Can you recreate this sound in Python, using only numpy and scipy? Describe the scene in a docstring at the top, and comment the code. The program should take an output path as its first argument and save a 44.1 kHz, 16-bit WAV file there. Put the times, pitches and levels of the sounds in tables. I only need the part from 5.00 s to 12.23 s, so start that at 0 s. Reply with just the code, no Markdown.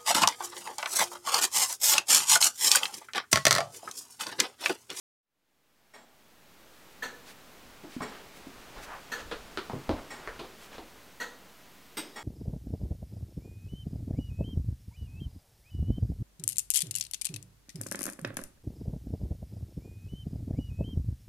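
"""A wood-panelled room, one microphone, far enough from a tall pendulum wall clock to hear mostly reflections.
The sound fades in on the escapement, steel landing on brass about once a second and ringing the case.
Someone walks up: floorboards knock, the floor rumbles, clothes rustle. As the steps settle they move
the minute hand, which slips with one click. A faint hiss lies under it all, the same in both ears."""
import sys
import numpy as np
from scipy import signal
from scipy.fft import rfft, irfft
from scipy.io import wavfile

SR = 44100
rng = np.random.default_rng(int(sys.argv[2]) if len(sys.argv) > 2 else 0)


def generate_wav(sig):
    """Save sig (samples, or channels by samples) to the path in sys.argv[1] as 16-bit PCM at SR."""
    pcm = np.round(np.clip(np.atleast_2d(sig).T, -1, 1) * 32767).astype(np.int16)
    wavfile.write(sys.argv[1], SR, pcm)


N = 318843
TIME = np.arange(N) / SR
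AGE = np.arange(SR // 2) / SR  # seconds since a blow

# The two pallets landing in turn, each wheel tooth favouring one resonance, and the hand slipping:
# start_s, level_db, brightness_db_per_octave, favoured_hz, lift_db
TICK_BLOWS = [(2.023, -34.5, -0.35, 1735, 11.5), (4.116, -34, 0, 1720, 12), (6.200, -34.5, 0, 1914, 12)]
TOCK_BLOWS = [(0.935, -39, 0, 640, 5.4), (3.017, -38.5, 0, 430, 12.5), (5.103, -40.5, 0, 1920, 3.4),
              (7.158, -39.5, 0, 3330, 5)]
HAND_BLOWS = [(6.969, -34, 1.5, 2070, -0.5)]
# Brass and case modes that each blow wakes: pitch_hz, level_db, t60_s
TICK_RING = [(250, -7.5, 0.64), (477, -1, 0.61), (989, -2, 0.29), (1312, -1.5, 0.25), (1470, -2.5, 0.15),
             (1740, -3, 0.12), (1820, -9, 0.12), (1823, -0.5, 0.15), (1900, -4.5, 0.12), (2170, -9.5, 0.22),
             (2580, -9, .2), (2820, -11, 0.18), (3230, -9, 0.18), (4120, -9.5, 0.16), (4410, -4.5, 0.2),
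             (5900, -8, 0.16), (6300, -16, 0.22), (6730, -12, 0.24), (7800, -22, 0.43), (8300, -26, 0.22),
             (8500, -16, 0.18), (9610, -20, .2), (9800, -22, .2), (12500, -22, .16), (13000, -23, .16),
             (14250, -23, .16)]
TOCK_RING = [(245, -0.5, 0.45), (430, -2.5, 0.24), (640, -6, 0.26), (852, 2.5, 0.49), (1366, -4, 0.26),
             (1874, 4, 0.087), (1914, -2, 0.13), (2180, 0, 0.18), (2260, -1.5, 0.18), (3330, -5, 0.44),
             (4570, -13, 0.25), (5530, -1, .26), (6600, -12, 0.25), (7050, -9.5, 0.31), (7600, -2.5, 0.32),
             (8800, -8.5, 0.25), (9200, -24, 0.22), (12020, -19, .2), (12100, -17, .2)]
HAND_RING = [(126, -13, 0.42), (303, 6, .25), (386, -6.5, 0.27), (865, -6, 0.18), (1396, -7, 0.18),
             (2070, -3, 0.2), (3820, -6, 0.12), (4660, -7, 0.19), (4970, -10, .2), (5120, -13, .2),
             (5500, -24, .2), (6600, -14, 0.24), (8020, -14, .2), (8200, -4.5, .22), (8380, -8, .2),
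             (8700, -8, .26), (8800, -9, 0.14), (9400, -19, .2), (12160, -16, .18), (12300, -15, .16)]
# Dense clatter between the modes: frequency_hz, level_db
TICK_SPECTRUM = [(100, -23), (280, -6), (600, -2.5), (1180, -5), (1370, 3.5), (1850, 0), (2300, -8),
                 (4200, -6), (5200, -19.5), (6300, -8), (9000, -22), (11000, -27), (12350, -16),
                 (14300, -31), (15500, -33)]
TOCK_SPECTRUM = [(80, -13), (250, 4), (900, 12), (2000, 8.5), (2700, 1), (4300, 0), (6000, -10), (8600, -5),
                 (10000, -25), (15000, -25)]
HAND_SPECTRUM = [(80, -12.5), (300, 13.5), (700, 0.5), (1600, 1), (3700, -1.5), (4300, -14), (5000, -3.5),
                 (7300, -17), (8400, -9), (10000, -25), (12200, -13), (15000, -26)]
# Boards knocking underfoot: start_s, thud_hz, thud_db, clack_hz, clack_db, snap_db, room_db, rebound_ratio
BOARD_KNOCKS = [(2.837, 327, -43.5, 565, -50, -61, 6, 0), (2.965, 250, -36.5, 400, -65, -70, -8, 0.07),
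                (3.004, 235, -38.5, 1000, -37.5, -51, 22, 0.5), (3.469, 278, -44.5, 600, -58, -67, -4, 0.1),
                (4.313, 446, -36, 1310, -38.5, -40, 11.5, 0.32),
                (4.574, 380, -36.5, 1250, -35, -38, 2, 0.07), (4.698, 197, -43, 740, -38.5, -53, 0.5, 0),
                (4.734, 143, -35.5, 283, -35, -70, 3, 0.45), (4.893, 295, -27.5, 560, -28.5, -43, 0, .45),
                (5.275, 477, -42.5, 1400, -38.5, -56, 1, 0), (5.392, 360, -41, 780, -44, -45.5, 16, .3),
                (5.444, 390, -49, 885, -51, -56, 10, 0), (5.782, 345, -44, 694, -45, -51.5, 4, 0)]
# A board's joint snapping: frequency_hz, level_db
SNAP_SPECTRUM = [(300, -32), (1400, -9), (2500, 14), (4100, 11.5), (6000, -4.5), (10000, -10.5),
                 (15000, -31)]
# Steps that shake the floor: start_s, level_db, t60_s
STEPS = [(2.65, -64, .5), (3.55, -56.5, 0.2), (3.76, -52, 0.5), (4.19, -50.5, 2), (4.88, -37, .33),
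         (5.259, -52, 0.7), (5.71, -59, 0.5)]
# Strokes of cloth and soles: peak_s, half_length_s, level_db, centre_hz, spread_octaves
STROKES = [(2.292, 0.024, -49.5, 1460, 1.2), (2.938, 0.032, -52.5, 2000, .9),
           (3.134, 0.072, -49.5, 894, 0.98), (3.373, .017, -55.5, 2480, 1.4), (3.785, .028, -47, 490, 1.2),
           (3.839, .014, -45.5, 1500, 1.2), (3.929, 0.041, -42.5, 1020, 0.53), (4.2, 0.018, -44, 950, 1.04),
           (4.985, 0.021, -45.5, 597, 0.83), (5.277, 0.092, -51, 1040, 0.54),
           (5.638, 0.028, -53, 1410, 1.34), (5.747, 0.022, -47, 790, 1.08)]
# Noise of the floor swaying, the walker shuffling, and air and microphone: frequency_hz, level_db
RUMBLE_SPECTRUM = [(10, -13), (25, -1), (45, -5), (70, -12.5), (200, -28), (600, -80)]
SHUFFLE_SPECTRUM = [(40, -7.5), (100, -1), (400, 2), (1200, -1.5), (3000, -7), (7000, -14), (15000, -28)]
HISS_SPECTRUM = [(20, -28), (45, -2.5), (100, -8), (200, 0.5), (290, -3), (550, -6), (1300, -8),
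                 (3000, -11), (9300, -18.5), (15500, -18.5)]
# Narrow band of electronic whine: frequency_hz, level_db
WHINE_SPECTRUM = [(12810, -60), (13290, -6), (13450, 0), (13610, -6), (14090, -60)]
# How long the panelled room rings: frequency_hz, t60_s
ROOM_DECAY = [(100, 0.32), (400, 0.86), (1800, 0.37), (5000, 0.52), (9000, 0.37), (15000, 0.2)]


def clockwork(blows, modes, clatter_spectrum, rise_s, ring_db, clatter_db, path_change=0.83, snap_db=-14):
    """Steel lands on brass inside the case; the microphone gets it almost wholly by reflection."""
    out, hz = np.zeros(N), np.fft.rfftfreq(len(AGE), 1 / SR)
    case_path = room(rise_s)
    strike = click(clatter_spectrum)
    tail_fade = np.minimum(8 * (1 - AGE / AGE[-1]), 1) ** 4
    for start_s, level_db, brightness, favoured_hz, lift_db in blows:
        path = case_path + path_change * room(rise_s)  # pendulum and walker change some reflections
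        blow = amp(ring_db) * case_ring(modes) + amp(clatter_db) * heard(strike, path)
        short_path = room(0.0038, early_t60=0.15, late_db=-18)  # the bright first contact dies soonest
        blow += amp(snap_db) * heard(np.diff(strike), short_path)
        tilt_db = brightness * np.log2(np.maximum(hz, 200) / 2000)
        resonance_db = lift_db / (1 + ((hz - favoured_hz) / 45) ** 2)
        add(out, start_s, amp(level_db) * filtered(blow, amp(tilt_db + resonance_db)) * tail_fade)
    return out


def case_ring(modes, scatter=0.95, waver_hz=55, rise_s=0.0061, late_db=-14):
    """Each mode of brass and case swells and dies; its own reflections make it waver and linger."""
    out = np.zeros(len(AGE))
    waver_band = np.exp(-(np.fft.fftfreq(len(AGE), 1 / SR) / waver_hz) ** 2)
    for hz, level_db, t60 in modes:
        complex_noise = rng.standard_normal((2, len(AGE))).T @ [1, 1j]
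        echoes = np.fft.ifft(np.fft.fft(complex_noise) * waver_band)
        waver = 1 + scatter * echoes / np.std(echoes)
        fall = np.hypot(amp(-60 * AGE / t60), amp(late_db - 60 * AGE / read(ROOM_DECAY, hz)))
        tone = (waver * np.exp(2j * np.pi * (hz * AGE + rng.random()))).real
        out += amp(level_db) * unit_blow(tone * fall * swell(rise_s))
    return unit_blow(out)


def floorboards(thud_cycles=8, clack_cycles=4, rebound_s=0.02, rebound_shrink=0.85):
    """A loaded board thuds, clacks against its joist and snaps at the joint; a loose one rebounds."""
    out = np.zeros(N)
    snap = click(SNAP_SPECTRUM)
    for start_s, thud_hz, thud_db, clack_hz, clack_db, snap_db, room_db, rebound in BOARD_KNOCKS:
        thud = mode(thud_hz, thud_cycles / thud_hz) * swell(0.0011)
        clack = np.diff(mode(clack_hz, clack_cycles / clack_hz) * swell(0.00056), prepend=0)
        parts = (thud_db, thud), (clack_db, clack), (snap_db, snap)
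        for bounce in range(3):
            walls = np.zeros(len(AGE))  # five echoes off the nearest surfaces, 2-20 ms late
            walls[rng.integers(SR // 500, SR // 50, size=5)] = rng.choice([-0.5, 0.5], size=5)
            reflections = room(0.00037, early_t60=0.23, late_db=-16.5) + amp(-7) * walls
            path = (AGE == 0) + amp(room_db) * reflections  # direct sound, then the room
            blow = sum(amp(db) * heard(part, path) for db, part in parts)
            add(out, start_s, rebound ** bounce * blow)
            start_s += rebound_s * rebound_shrink ** bounce
    return out


def floor_rumble(sway_db=-67, joist_hz=82.6, boom_growth=1.8, boom_delay_s=0.0195):
    """The floor sways under the walker; each step shakes it, and a heavy one makes the joists boom."""
    shake, boom = amp(sway_db) * movement(), np.zeros(N)
    joist = unit_blow(mode(joist_hz, t60=0.25))
    heaviest_db = max(db for _, db, _ in STEPS)
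    for start_s, level_db, t60 in STEPS:
        load = swell(0.01) ** 2 * amp(-60 * AGE / t60)  # the weight comes onto the foot
        add(shake, start_s, amp(level_db) * load / load.max())
        boom_db = heaviest_db + 3 + boom_growth * (level_db - heaviest_db)  # grows faster than the step
        add(boom, start_s + boom_delay_s, amp(boom_db) * joist)
    return shake * noise(RUMBLE_SPECTRUM) + boom


def brushes(grain_db=1.0):
    """Cloth and soles slide in short strokes made of many tiny slips."""
    out, hz = np.zeros(N), np.fft.rfftfreq(len(AGE), 1 / SR)
    middle_s = AGE[-1] / 2
    for peak_s, half_length_s, level_db, centre_hz, spread_octaves in STROKES:
        slips = rng.standard_normal(len(AGE)) * amp(grain_db * np.minimum(rng.exponential(1, len(AGE)), 4))
        band = np.exp(-0.25 * (np.log2((hz + 1) / centre_hz) / spread_octaves) ** 2)
        stroke = np.exp(-0.5 * ((AGE - middle_s) / half_length_s) ** 2)
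        add(out, peak_s - middle_s, amp(level_db) * stroke * unit_rms(filtered(slips, band)))
    return out


def shuffle(full_stride_db=-51.5):
    """Clothes and floor rustle for as long as the walker moves."""
    return amp(full_stride_db) * movement() * noise(SHUFFLE_SPECTRUM)


def movement(stride_from_s=3.76, stride_to_s=5.19, build_db_per_s=4.5, settle_db_per_s=7.5):
    """The walk as a gain: it builds, holds at 1 in full stride and settles near the clock."""
    building_db = -build_db_per_s * np.maximum(stride_from_s - TIME, 0)
    settling_db = -settle_db_per_s * np.maximum(TIME - stride_to_s, 0)
    return amp(building_db + settling_db)


def room(rise_s, early_t60=0.2, late_db=-8):
    """Dense reflections build up, fall fast between the near panels, then linger in the room."""
    hz, t, spectrum = signal.stft(rng.choice([-1., 1.], len(AGE)), SR, nperseg=256)
    early = amp(-60 * t / early_t60)
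    late = amp(late_db - 60 * t / read(ROOM_DECAY, hz)[:, None])
    tail = signal.istft(spectrum * np.hypot(early, late), SR, nperseg=256)[1][:len(AGE)] * swell(rise_s)
    return tail / np.linalg.norm(tail)


def hiss(hiss_db=-56.5, whine_db=-75):
    """Room air and microphone hiss, with a thin electronic whine."""
    return amp(hiss_db) * noise(HISS_SPECTRUM) + amp(whine_db) * noise(WHINE_SPECTRUM)


def heard(source, path):
    """A source carried along a path to the microphone, at unit strength."""
    return unit_blow(signal.fftconvolve(source, path)[:len(AGE)])


def click(spectrum):
    """The shortest causal pulse with a given spectrum."""
    log_gain = np.log(amp(read(spectrum, abs(np.fft.fftfreq(4096, 1 / SR)))))
    pulse = np.fft.ifft(np.exp(np.conj(signal.hilbert(log_gain)))).real
    return pulse[:len(pulse) // 2]


def mode(hz, t60):
    """One vibration, dying by 60 dB in t60 seconds."""
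    return np.sin(2 * np.pi * hz * AGE) * np.exp(-np.log(1000) * AGE / t60)


def swell(rise_s):
    """An onset rising from 0 towards 1."""
    return 1 - np.exp(-AGE / rise_s)


def noise(spectrum):
    """Steady noise of a given spectrum, at rms 1."""
    gains = amp(read(spectrum, np.fft.rfftfreq(N, 1 / SR)))
    return unit_rms(filtered(rng.standard_normal(N), gains))


def filtered(sound, gains):
    """Applies one gain to each frequency."""
    return irfft(rfft(sound) * gains, len(sound))


def read(points, hz):
    """A table's value at hz, interpolated on a log-frequency axis."""
    table_hz, values = np.transpose(points)
    return np.interp(np.log(hz + 1), np.log(table_hz + 1), values)


def add(mix, start_s, sound):
    """Lays a sound into the mix."""
    part = mix[max(round(start_s * SR), 0):][:len(sound)]
    part += sound[:len(part)]


def amp(db):
    """Decibels to gain."""
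    return 10 ** (np.asarray(db) / 20)


def unit_rms(x):
    """Scales to rms 1."""
    return x / np.sqrt(np.mean(x ** 2) + 1e-20)


def unit_blow(x):
    """Scales a blow to the energy of 25 ms at rms 1."""
    return x / np.sqrt(np.sum(x ** 2) / (0.025 * SR) + 1e-20)


def scene():
    """Clock, walker and hiss at one microphone, fed to both channels."""
    clock = clockwork(TICK_BLOWS, TICK_RING, TICK_SPECTRUM, rise_s=0.012, ring_db=-2, clatter_db=-3)
    clock += clockwork(TOCK_BLOWS, TOCK_RING, TOCK_SPECTRUM, rise_s=0.022, ring_db=-2, clatter_db=-2)
    clock += clockwork(HAND_BLOWS, HAND_RING, HAND_SPECTRUM, rise_s=0.0046, ring_db=0, clatter_db=1)
    walker = shuffle() + floorboards() + floor_rumble() + brushes()
    return np.tile(clock + walker + hiss(), (2, 1))


def record(dry, bias=0.0011, fade_start_s=0.21, fade_length_s=1.69, cutoff_hz=15830):
    """The microphone's converter adds a steady bias; the level fades in and the top treble is cut."""
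    fade = np.clip((TIME - fade_start_s) / fade_length_s, 0, 1) ** 1.28
    low_pass = signal.firwin(1023, cutoff_hz, window=("kaiser", 9), fs=SR)
    return signal.oaconvolve((dry + bias) * fade, low_pass[None], "same")


dry = scene()
out = record(dry)
generate_wav(out)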